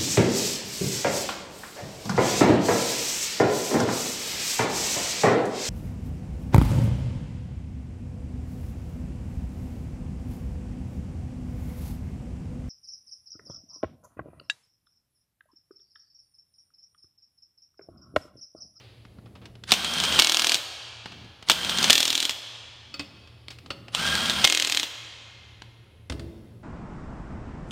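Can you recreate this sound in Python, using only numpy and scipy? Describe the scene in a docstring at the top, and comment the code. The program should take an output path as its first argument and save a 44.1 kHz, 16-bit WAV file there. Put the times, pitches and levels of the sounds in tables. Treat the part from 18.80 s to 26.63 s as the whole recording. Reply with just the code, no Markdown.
"""A large, echoing garage: a cordless impact wrench runs three lug nuts onto an alloy wheel.
On each nut the gears whirr and the socket rattles until it seats; then the hammer strikes about
40 times a second. The socket clinks from nut to nut; last, the tool lands on the booming steel lift.
Air, machinery hum and handling rub lie underneath. Gain control ducks the loud parts."""
import sys
import numpy as np
from scipy import signal
from scipy.io import wavfile

SR = 44100
rng = np.random.default_rng(int(sys.argv[2]) if len(sys.argv) > 2 else 0)


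def pcm_store(signal):
    """Save signal as 16-bit PCM."""
    levels = np.round(np.clip(np.atleast_2d(signal), -1, 1) * 32767)
    wavfile.write(sys.argv[1], SR, levels.astype(np.int16).T)


N = 345303
TIME_S = np.arange(N) / SR
BLOW_RATE_HZ = 40.26  # two blows per hammer turn
TOUCH_LEAD_S = .006  # nut meets wheel this long before the first blow

# Noise spectra. Each row: frequency in Hz, relative density in dB.
AIR_SPECTRUM = [(25, 0), (45, 10.5), (100, 5.5), (200, -9.5), (350, 0.5), (550, -4), (1000, -20.5),
                (2000, -17.5), (4000, -22.5), (6500, -27.5), (9000, -28), (10700, -22), (12000, -29.5),
                (15500, -36.5)]
OLD_ECHO_SPECTRUM = [(100, -6), (550, 4.5), (850, -1.5), (1500, -3.5), (2800, 2.5), (4700, 0.5), (5300, -9),
                     (6200, -16), (12000, -28)]
GEAR_SPECTRUM = [(50, -27), (200, -1), (400, -4), (600, -2.5), (1500, 1.5), (1900, -2.5), (3400, 3.5),
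                 (4600, -0.5), (7400, -10), (9000, -8.5), (11300, -26), (14000, -27), (15000, -34.5)]
SOCKET_SPECTRUM = [(60, -6.5), (230, 2), (450, -3), (900, -0.5), (1900, -2), (3200, 3), (5200, -3.5),
                   (6500, -11.5), (8500, -14.5), (11000, -28), (15500, -31)]
ANVIL_SPECTRUM = [(50, -37), (160, -28), (270, -15), (410, -14), (1000, -12), (1750, -10.5), (2300, -6),
                  (3300, 4), (4500, -2.5), (6500, -7.5), (8600, -12), (10200, -22.5), (12500, -25),
                  (14100, -24.5), (15200, -32.5)]
RUB_SPECTRUM = [(40, -16.5), (110, -5.5), (190, -2.5), (350, -11.5), (700, -21.5), (3000, -48),
                (10000, -48)]
TAIL_SPECTRUM = [(100, -15), (500, 2.5), (1500, -1.5), (3500, -2), (8000, -2.5), (14000, 10)]
BATTERY_SPECTRUM = [(60, -16), (300, 8), (800, -2.5), (1400, 1.5), (2000, -1), (4200, -1.5),
                    (6000, -11), (9500, -14.5), (12500, -34), (15500, -34)]
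SHUDDER_SPECTRUM = [(25, -13), (70, 5), (300, -3), (600, -16), (1500, -35), (5000, -47)]
# Modes of lift deck, socket with rim, and wheel body. Each row: frequency in Hz, level in dB,
# T60 in seconds.
DECK_MODES = [(67.8, 10, 0.54), (73, -3, 0.87), (93.5, 6, 0.483), (136.2, -3, 1), (186, -15, 0.8),
              (258, -1, 0.69), (275, -20, .9), (336, -1, 1), (418, -10, 1), (514, -6, 0.34), (576, -10, .6),
              (660, -12, 0.72)]
RIM_MODES = [(290, -8, .2), (555, -8, .25), (1240, -3, .11), (1390, -9, .12), (2050, -7, .08),
             (2550, 1, .09), (3500, -4, .05), (4450, -2, .11), (4660, 0, .06), (5220, 2, .04),
             (7200, -10, .03), (8500, -10, .025), (15250, -24, .04)]
WHEEL_MODES = [(245, -41.5, 0.12), (275, -34.5, .032), (319.7, -48, 0.32), (555, -57.5, .6)]
# Shop machinery. Each row: frequency in Hz, level in dB, width in Hz.
HUM_TONES = [(80, -57.5, 10), (104.2, -62, 20), (114.6, -53.5, 7.4)]
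# Arms shift the tool. Each row: middle in seconds, length in seconds, level in dB.
ARM_MOVES = [(0.553, 0.79, -53), (2.4, 0.35, -48.5), (4.25, .5, -53.5), (4.958, 0.42, -49.5),
             (6.896, 0.63, -70), (7.7, .7, -59)]
# Hall decay. Each row: frequency in Hz, T60 in seconds.
HALL_T60 = [(100, 0.29), (400, 2.1), (1000, 2.38), (3000, 1.97), (5000, 1.72), (8000, 1.23), (14000, 0.58)]
# Tool lands on the lift and rocks. Each row: start in seconds, clack in dB, boom in dB.
TOOL_LANDINGS = [(7.298, -19.5, -34.5), (7.322, -25, -43), (7.395, -27.5, -41)]
# Socket pulled off and pushed on. Each row: start in seconds, scrape level in dB, tilt in dB per octave,
# scrape decay in seconds, rim ring in dB.
SOCKET_CLINKS = [(0.251, -36, -5.5, .003, -43), (0.385, -30, -11, .003, -41), (0.458, -35, -8, 0.0094, -38),
                 (.553, -34, -4.5, 0.012, -36), (0.615, -31.5, -6.5, 0.037, -43.5),
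                 (0.655, -31.5, 0, .004, -38), (.753, -38.5, -3.5, .003, -46.5),
                 (.837, -27, -1, 0.0014, -42.5), (2.257, -18.5, -2.5, 0.0034, -44),
                 (2.318, -26, -2.5, 0.0066, -30), (2.444, -36.5, -0.5, 0.004, -29),
                 (2.625, -28.5, -0.5, 0.0024, -38.5), (4.141, -24.5, 1.5, .006, -12),
                 (4.195, -16, -1.5, 0.0084, -19), (4.473, -38.5, -0.5, .005, -37.5),
                 (4.683, -25, -1, 0.00078, -24), (4.704, -26, 2, .012, -30),
                 (4.786, -34.5, 2.5, .002, -39.5), (4.86, -32.5, -1.5, 0.0036, -31.5),
                 (4.904, -16.5, -2.5, 0.0055, -22.5), (5.082, -29.5, -2, 0.0026, -35.5),
                 (6.82, -27, -1, 0.0013, -47)]
# Hard knocks of the loose socket. Each row: start in seconds, level in dB.
SOCKET_KNOCKS = [(0.909, -18), (0.9191, 0.6), (0.9235, -2), (0.938, -6), (1.0457, -11), (1.2011, -8.5),
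                 (1.2377, -10), (1.3245, -10.5), (1.754, -11), (2.6871, -19), (2.698, 0), (2.707, -6),
                 (2.7163, -4.5), (2.895, -9.5), (2.9857, -9), (3.0283, -8.5), (3.0427, -4), (3.4945, -8),
                 (3.5084, -15), (5.1486, -12.5), (5.4975, -16), (6.031, -10.5)]
# Timing per nut. Each row: trigger pull, seating and trigger release, all in seconds.
NUT_RUNS = [(.86, 1.396, 1.755), (2.655, 3.104, 3.47), (5.11, 5.649, 6.015)]
# Drive per nut. Each row: free speed in Hz, spin-up in seconds, gear level in dB, run-down swell in dB,
# gear level while hammering in dB.
NUT_DRIVES = [(38.16, 0.025, -27.5, 6, -28), (37.77, .023, -30.5, 9, -33.5),
              (38.65, .034, -25, -1.5, -35.5)]
# Tool-to-wheel coupling per nut. Each row: blow level in dB, blow fade in dB per second, mesh in dB,
# whine in dB, rumble in dB, seating ring in Hz.
NUT_COUPLINGS = [(-6.5, 3, -16, -2.5, -16, 2200), (-2.5, 19, -15, -4.5, -16.5, 1800),
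                 (-8.5, 5, -8, -5.5, -13.5, 2150)]
# Gear mesh. Each row: multiple of drive speed, level in dB.
MESH_ORDERS = [(36, -7), (38, -11), (42, 0)]
# Wheel shake. Each row: multiple of drive speed, level in dB, width in Hz.
RUMBLE_ORDERS = [(2, -3, 10), (3, -15, 20), (4.701, 2, 66), (6, -1.5, 30)]


def gain_of(db):
    """Decibels to amplitude."""
    return 10 ** (np.asarray(db) / 20)


def unit_rms(x):
    """Scales to rms 1."""
    return x / np.sqrt(np.mean(x ** 2) + 1e-20)


def log_interp(table, hz):
    """Reads a table on a log-frequency axis."""
    table_hz, values = np.transpose(table)
    return np.interp(np.log(hz + 1), np.log(table_hz + 1), values)


def add(mix, start_s, sound):
    """Mixes a sound in at start_s."""
    part = mix[round(start_s * SR):][:len(sound)]
    part += sound[:len(part)]


def coloured(x, spectrum, tilt_db_oct=0, size=2048):
    """Minimum-phase filter of unit energy; the tilt sets in around 500 Hz."""
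    hz = abs(np.fft.fftfreq(size, 1 / SR))
    log_gain = np.log(gain_of(log_interp(spectrum, hz) + tilt_db_oct * np.log2(1 + hz / 500)))
    impulse = np.fft.ifft(np.exp(np.conj(signal.hilbert(log_gain)))).real
    return signal.oaconvolve(x, impulse / np.linalg.norm(impulse))[:len(x)]


def fuzzy_tone(hz, width_hz, steadiness=.26):
    """Tone along the curve hz, wandering in phase and, less so, in strength."""
    offset_hz = np.fft.fftfreq(2 ** int(np.ceil(np.log2(len(hz)))), 1 / SR)
    phasors = np.exp(2j * np.pi * rng.random(len(offset_hz)))
    wander = np.fft.ifft(phasors / (1 + (2 * offset_hz / width_hz) ** 2))[:len(hz)]
    carrier = np.exp(2j * np.pi * np.cumsum(hz) / SR)
    return unit_rms((wander / abs(wander) ** steadiness * carrier).real)


def ringing(modes, spread_db):
    """One second of decaying modes; each contact shares its energy out differently."""
    t = np.arange(SR) / SR
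    out = np.zeros(SR)
    for hz, db, t60_s in modes:
        envelope = gain_of(db + spread_db * rng.standard_normal() - 60 * t / t60_s)
        out += envelope * np.sin(2 * np.pi * hz * t) * rng.choice([-1, 1])
    return out


def strike(spectrum, tilt_db_oct, chatter, chatter_s, scatter, scatter_s, rise_s=.0011, size=4096):
    """Brief contact chatter plus scatter from the wheel well: two decaying noise bursts."""
    t = np.arange(size) / SR
    rise = 1 - np.exp(-t / rise_s)
    burst = lambda decay_s: unit_rms(rng.choice([-1, 1], size) * np.exp(-t / decay_s) * rise)
    force = chatter * burst(chatter_s) + scatter * burst(scatter_s)
    return unit_rms(coloured(force, spectrum, tilt_db_oct)) * np.sqrt(20 / size)


def shop_background(air_db=-60, rub_db=-64):
    """Still air, machinery hum and a dull handling rub that swells with each arm move."""
    air = gain_of(air_db) * coloured(rng.standard_normal(N), AIR_SPECTRUM)
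    hum = sum(gain_of(db) * fuzzy_tone(np.full(N, hz), width_hz) for hz, db, width_hz in HUM_TONES)
    rub = coloured(rng.standard_normal(N), RUB_SPECTRUM)
    swells = sum(gain_of(db) * np.cos(np.pi * np.clip((TIME_S - middle_s) / length_s, -.5, .5))
                 for middle_s, length_s, db in ARM_MOVES)
    return air + hum + rub * np.hypot(gain_of(rub_db), swells)


def old_echo(level_db=-53, t60_s=1.3):
    """The hall still rings from an earlier nut: fading noise."""
    return gain_of(level_db - 60 * TIME_S / t60_s) * coloured(rng.standard_normal(N), OLD_ECHO_SPECTRUM)


def hall_tail(early_db=8, early_s=.027, gap_s=.0029):
    """Dense echoes, strong at first from vehicle and floor; each band decays at its own rate."""
    hz, t, bands = signal.stft(rng.standard_normal(3 * SR), SR, nperseg=256)
    band_db = log_interp(TAIL_SPECTRUM, hz)[:, None] - 60 * t / log_interp(HALL_T60, hz)[:, None]
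    tail = signal.istft(bands * gain_of(band_db), SR, nperseg=256)[1]
    t = np.arange(len(tail)) / SR
    tail *= 1 + gain_of(early_db) * np.exp(-t / early_s)
    tail *= np.clip(t / gap_s - 1, 0, 1)
    return tail / np.linalg.norm(tail)


def hall_reverb(direct, sway_hz=3, tails=3):
    """The worker moves, so echo paths keep changing: several tails crossfade."""
    turns = sway_hz * TIME_S[None] + np.arange(tails)[:, None] / tails
    shares = np.sqrt(2 / tails) * np.cos(np.pi * turns)
    return sum(signal.fftconvolve(direct * share, hall_tail())[:N] for share in shares)


def trigger_whistle(chop_hz=9900, level_db=-62, size=1800):
    """The speed controller whistles briefly while the trigger is half pulled."""
    out = np.zeros(N)
    for pull_s, _, _ in NUT_RUNS:
        whistle = fuzzy_tone(np.full(size, chop_hz), width_hz=120)
        add(out, pull_s, gain_of(level_db) * np.hanning(size) * whistle)
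    return out


def set_down(shudder_db=-5, shudder_t60_s=1.83, deck_db=-8):
    """The battery clacks on the lift; the deck booms in its low modes and shudders in the dense ones."""
    out, t = np.zeros(N), np.arange(SR) / SR
    for start_s, clack_db, boom_db in TOOL_LANDINGS:
        clack = strike(BATTERY_SPECTRUM, 0, chatter=.83, chatter_s=.0028, scatter=.41, scatter_s=.013)
        shudder = coloured(rng.standard_normal(SR), SHUDDER_SPECTRUM)
        shudder *= gain_of(shudder_db - 60 * t / shudder_t60_s)
        deck = gain_of(deck_db) * ringing(DECK_MODES, spread_db=1)
        add(out, start_s, gain_of(clack_db) * clack)
        add(out, start_s, gain_of(boom_db) * (deck + shudder))
    return out


def socket_clinks(grip_db_per_s=110):
    """The socket scrapes on a nut; the rim rings, damped by the grip."""
    out, t = np.zeros(N), np.arange(SR) / SR
    for start_s, db, tilt_db_oct, scrape_s, ring_db in SOCKET_CLINKS:
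        scrape = strike(SOCKET_SPECTRUM, tilt_db_oct, chatter=1, chatter_s=scrape_s,
                        scatter=.85, scatter_s=2 * scrape_s)
        add(out, start_s, gain_of(db) * scrape)
        add(out, start_s, gain_of(db + ring_db - grip_db_per_s * t) * ringing(RIM_MODES, spread_db=5))
    return out


def drive_motion(t, run, drive, bog_s=.01, coast_s=.081, bite_db=2.5, bite_s=.04, ease_s=.11,
                 spin_db_per_decade=62, coast_db_per_s=260):
    """Drive speed and level: spins up, labours as the nut bites, drops to hammer pace, coasts."""
    pull_s, seat_s, release_s = run
    free_hz, spin_s, gear_db, swell_db, hammering_db = drive
    spin = 1 - np.exp((pull_s - t) / spin_s)
    load = (1 + np.tanh((t - seat_s) / (2 * bog_s))) / 2
    released_s = np.maximum(t - release_s, 0)
    speed_hz = (free_hz * spin * (1 - load) + BLOW_RATE_HZ / 2 * load) * np.exp(-released_s / coast_s)
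    progress = np.minimum((t - pull_s) / (seat_s - pull_s), 1)
    running_db = gear_db + swell_db * progress + bite_db * np.exp(-abs(t - seat_s) / bite_s)
    running_db += spin_db_per_decade * np.log10(np.maximum(spin, 1e-3))
    loose = np.exp(-np.maximum(t - seat_s, 0) / ease_s)
    return speed_hz, loose * running_db + (1 - loose) * hammering_db - coast_db_per_s * released_s


def gear_whirr(throb=.083, rasp=.5, sizzle_hz=14150, sizzle_db=-26):
    """Gear teeth clatter; mesh tones, whine, motor sizzle and wheel rumble grow with speed."""
    out = np.zeros(N)
    for run, drive, (_, _, mesh_db, whine_db, rumble_db, _) in zip(NUT_RUNS, NUT_DRIVES, NUT_COUPLINGS):
        t = run[0] + np.arange(SR) / SR
        speed_hz, level_db = drive_motion(t, run, drive)
        angle_rad = 2 * np.pi * np.cumsum(speed_hz) / SR
        teeth = rng.standard_normal(SR) * (rng.random(SR) < .25)
        teeth *= 1 + throb * np.sin(2 * angle_rad)
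        tones = gain_of(whine_db) * fuzzy_tone(2 * MESH_ORDERS[-1][0] * speed_hz, width_hz=150)
        tones += gain_of(sizzle_db) * fuzzy_tone(np.full(SR, sizzle_hz), width_hz=1100)
        for order, db in MESH_ORDERS:
            tones += gain_of(mesh_db + db) * fuzzy_tone(order * speed_hz, width_hz=28)
        tones *= 1 + rasp * np.sin(angle_rad)  # gears run slightly off centre
        for order, db, width_hz in RUMBLE_ORDERS:
            tones += gain_of(rumble_db + db) * fuzzy_tone(order * speed_hz, width_hz)
        tones *= (speed_hz / speed_hz.max()) ** 2
        add(out, t[0], gain_of(level_db) * (unit_rms(coloured(teeth, GEAR_SPECTRUM)) + tones))
    return out


def socket_knocks(knock_db=6, thump_db=-3, thump_growth=1.3, rattle_db=-15.5, rattles_per_nut=5):
    """The loose socket slaps and rattles on the nut; the wheel answers hard knocks with a thump."""
    out = np.zeros(N)
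    rattles = [(pull_s + (seat_s - pull_s) * np.sqrt(rng.random()), rattle_db + 2 * rng.standard_normal())
               for pull_s, seat_s, _ in NUT_RUNS for _ in range(rattles_per_nut)]
    for start_s, db in SOCKET_KNOCKS + rattles:
        slap = strike(ANVIL_SPECTRUM, 0, chatter=.89, chatter_s=.00059, scatter=.5, scatter_s=.012)
        thump = strike(SOCKET_SPECTRUM, -2.3, chatter=.92, chatter_s=.0044, scatter=.98, scatter_s=.005)
        add(out, start_s, gain_of(db + knock_db) * slap)
        add(out, start_s, gain_of(thump_growth * db + thump_db) * thump)
    return out


def blow_times(seat_s, release_s):
    """Even blows from seating to trigger release."""
    return np.arange(seat_s, release_s, 1 / BLOW_RATE_HZ)


def nut_seating(thud_db=1, ring_db=-12, ring_t60_s=.074, tighten_s=.076):
    """The nut thuds onto the wheel; the socket rings at each blow until the nut is tight."""
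    out, t = np.zeros(N), np.arange(SR // 4) / SR
    for (_, seat_s, release_s), (*_, ring_hz) in zip(NUT_RUNS, NUT_COUPLINGS):
        thud = strike(SOCKET_SPECTRUM, -1, chatter=1, chatter_s=.008, scatter=.96, scatter_s=.0057)
        add(out, seat_s - TOUCH_LEAD_S, gain_of(thud_db) * thud)
        ring = gain_of(ring_db - 60 * t / ring_t60_s) * np.sin(2 * np.pi * ring_hz * t)
        for blow_s in blow_times(seat_s, release_s):
            add(out, blow_s, np.exp((seat_s - blow_s) / tighten_s) * ring)
    return out


def hammer(blow_db=9, first_db=8.5, settle_s=.035, uneven_db=1, touch_db=3, slip_db=-13,
           slip_lead_s=.0055, rim_db=-43):
    """Lugs tick over the anvil, then strike, hardest at first; rim and wheel ring under the blows."""
    out = np.zeros(N)
    blow = lambda: strike(ANVIL_SPECTRUM, .4, chatter=.96, chatter_s=.0011, scatter=.57, scatter_s=.0064)
    for (_, seat_s, release_s), (nut_db, fade_db_per_s, *_) in zip(NUT_RUNS, NUT_COUPLINGS):
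        wheel = ringing(WHEEL_MODES, spread_db=3.5)
        stud = blow()  # shared part: blows on one stud sound alike
        add(out, seat_s - TOUCH_LEAD_S, gain_of(touch_db) * blow())
        for blow_s in blow_times(seat_s, release_s):
            seated_s = blow_s - seat_s
            tightening_db = first_db * np.exp(-seated_s / settle_s) - fade_db_per_s * seated_s
            gain = gain_of(blow_db + nut_db + tightening_db + uneven_db * rng.standard_normal())
            add(out, blow_s, gain * (stud + blow()) / np.sqrt(2))
            add(out, blow_s, gain * gain_of(rim_db) * ringing(RIM_MODES, spread_db=4))
            add(out, blow_s, gain * wheel)
            tick = strike(ANVIL_SPECTRUM, 0, chatter=.92, chatter_s=.00086, scatter=.48, scatter_s=.004)
            add(out, blow_s - slip_lead_s, gain * gain_of(slip_db) * tick)
    return out


def scene(hall_db=-4):
    """Tool sounds, their reverb and the background, in mono."""
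    direct = hammer() + nut_seating() + socket_knocks() + gear_whirr() + trigger_whistle()
    direct += socket_clinks() + set_down()
    return (direct + gain_of(hall_db) * hall_reverb(direct) + old_echo() + shop_background())[None]


def record(dry, threshold_db=-27, duck_db_per_db=.35, recovery_db_per_s=7, attack_s=.0036,
           low_cut_hz=45, ceiling=.76, high_cut_hz=15900):
    """Low cut, gain control that ducks fast and recovers slowly, soft clip, band limit."""
    pole = np.exp(-1 / (attack_s * SR))
    smooth = lambda x: signal.lfilter([1 - pole], [1, -pole], x)
    power_db = 10 * np.log10(smooth(dry[0] ** 2) + 1e-12)
    target_db = duck_db_per_db * np.maximum(power_db - threshold_db, 0)
    recovery_db = TIME_S * recovery_db_per_s
    duck_db = np.maximum.accumulate(target_db + recovery_db) - recovery_db
    low_cut = signal.butter(2, low_cut_hz, "highpass", fs=SR, output="sos")
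    ducked = signal.sosfilt(low_cut, dry) / gain_of(smooth(duck_db))
    clipped = ducked / (1 + (ducked / ceiling) ** 6) ** (1 / 6)
    high_cut = signal.firwin(511, high_cut_hz, window=("kaiser", 9), fs=SR)
    return signal.oaconvolve(clipped, high_cut[None], "same")


dry = scene()
out = record(dry)
pcm_store(out)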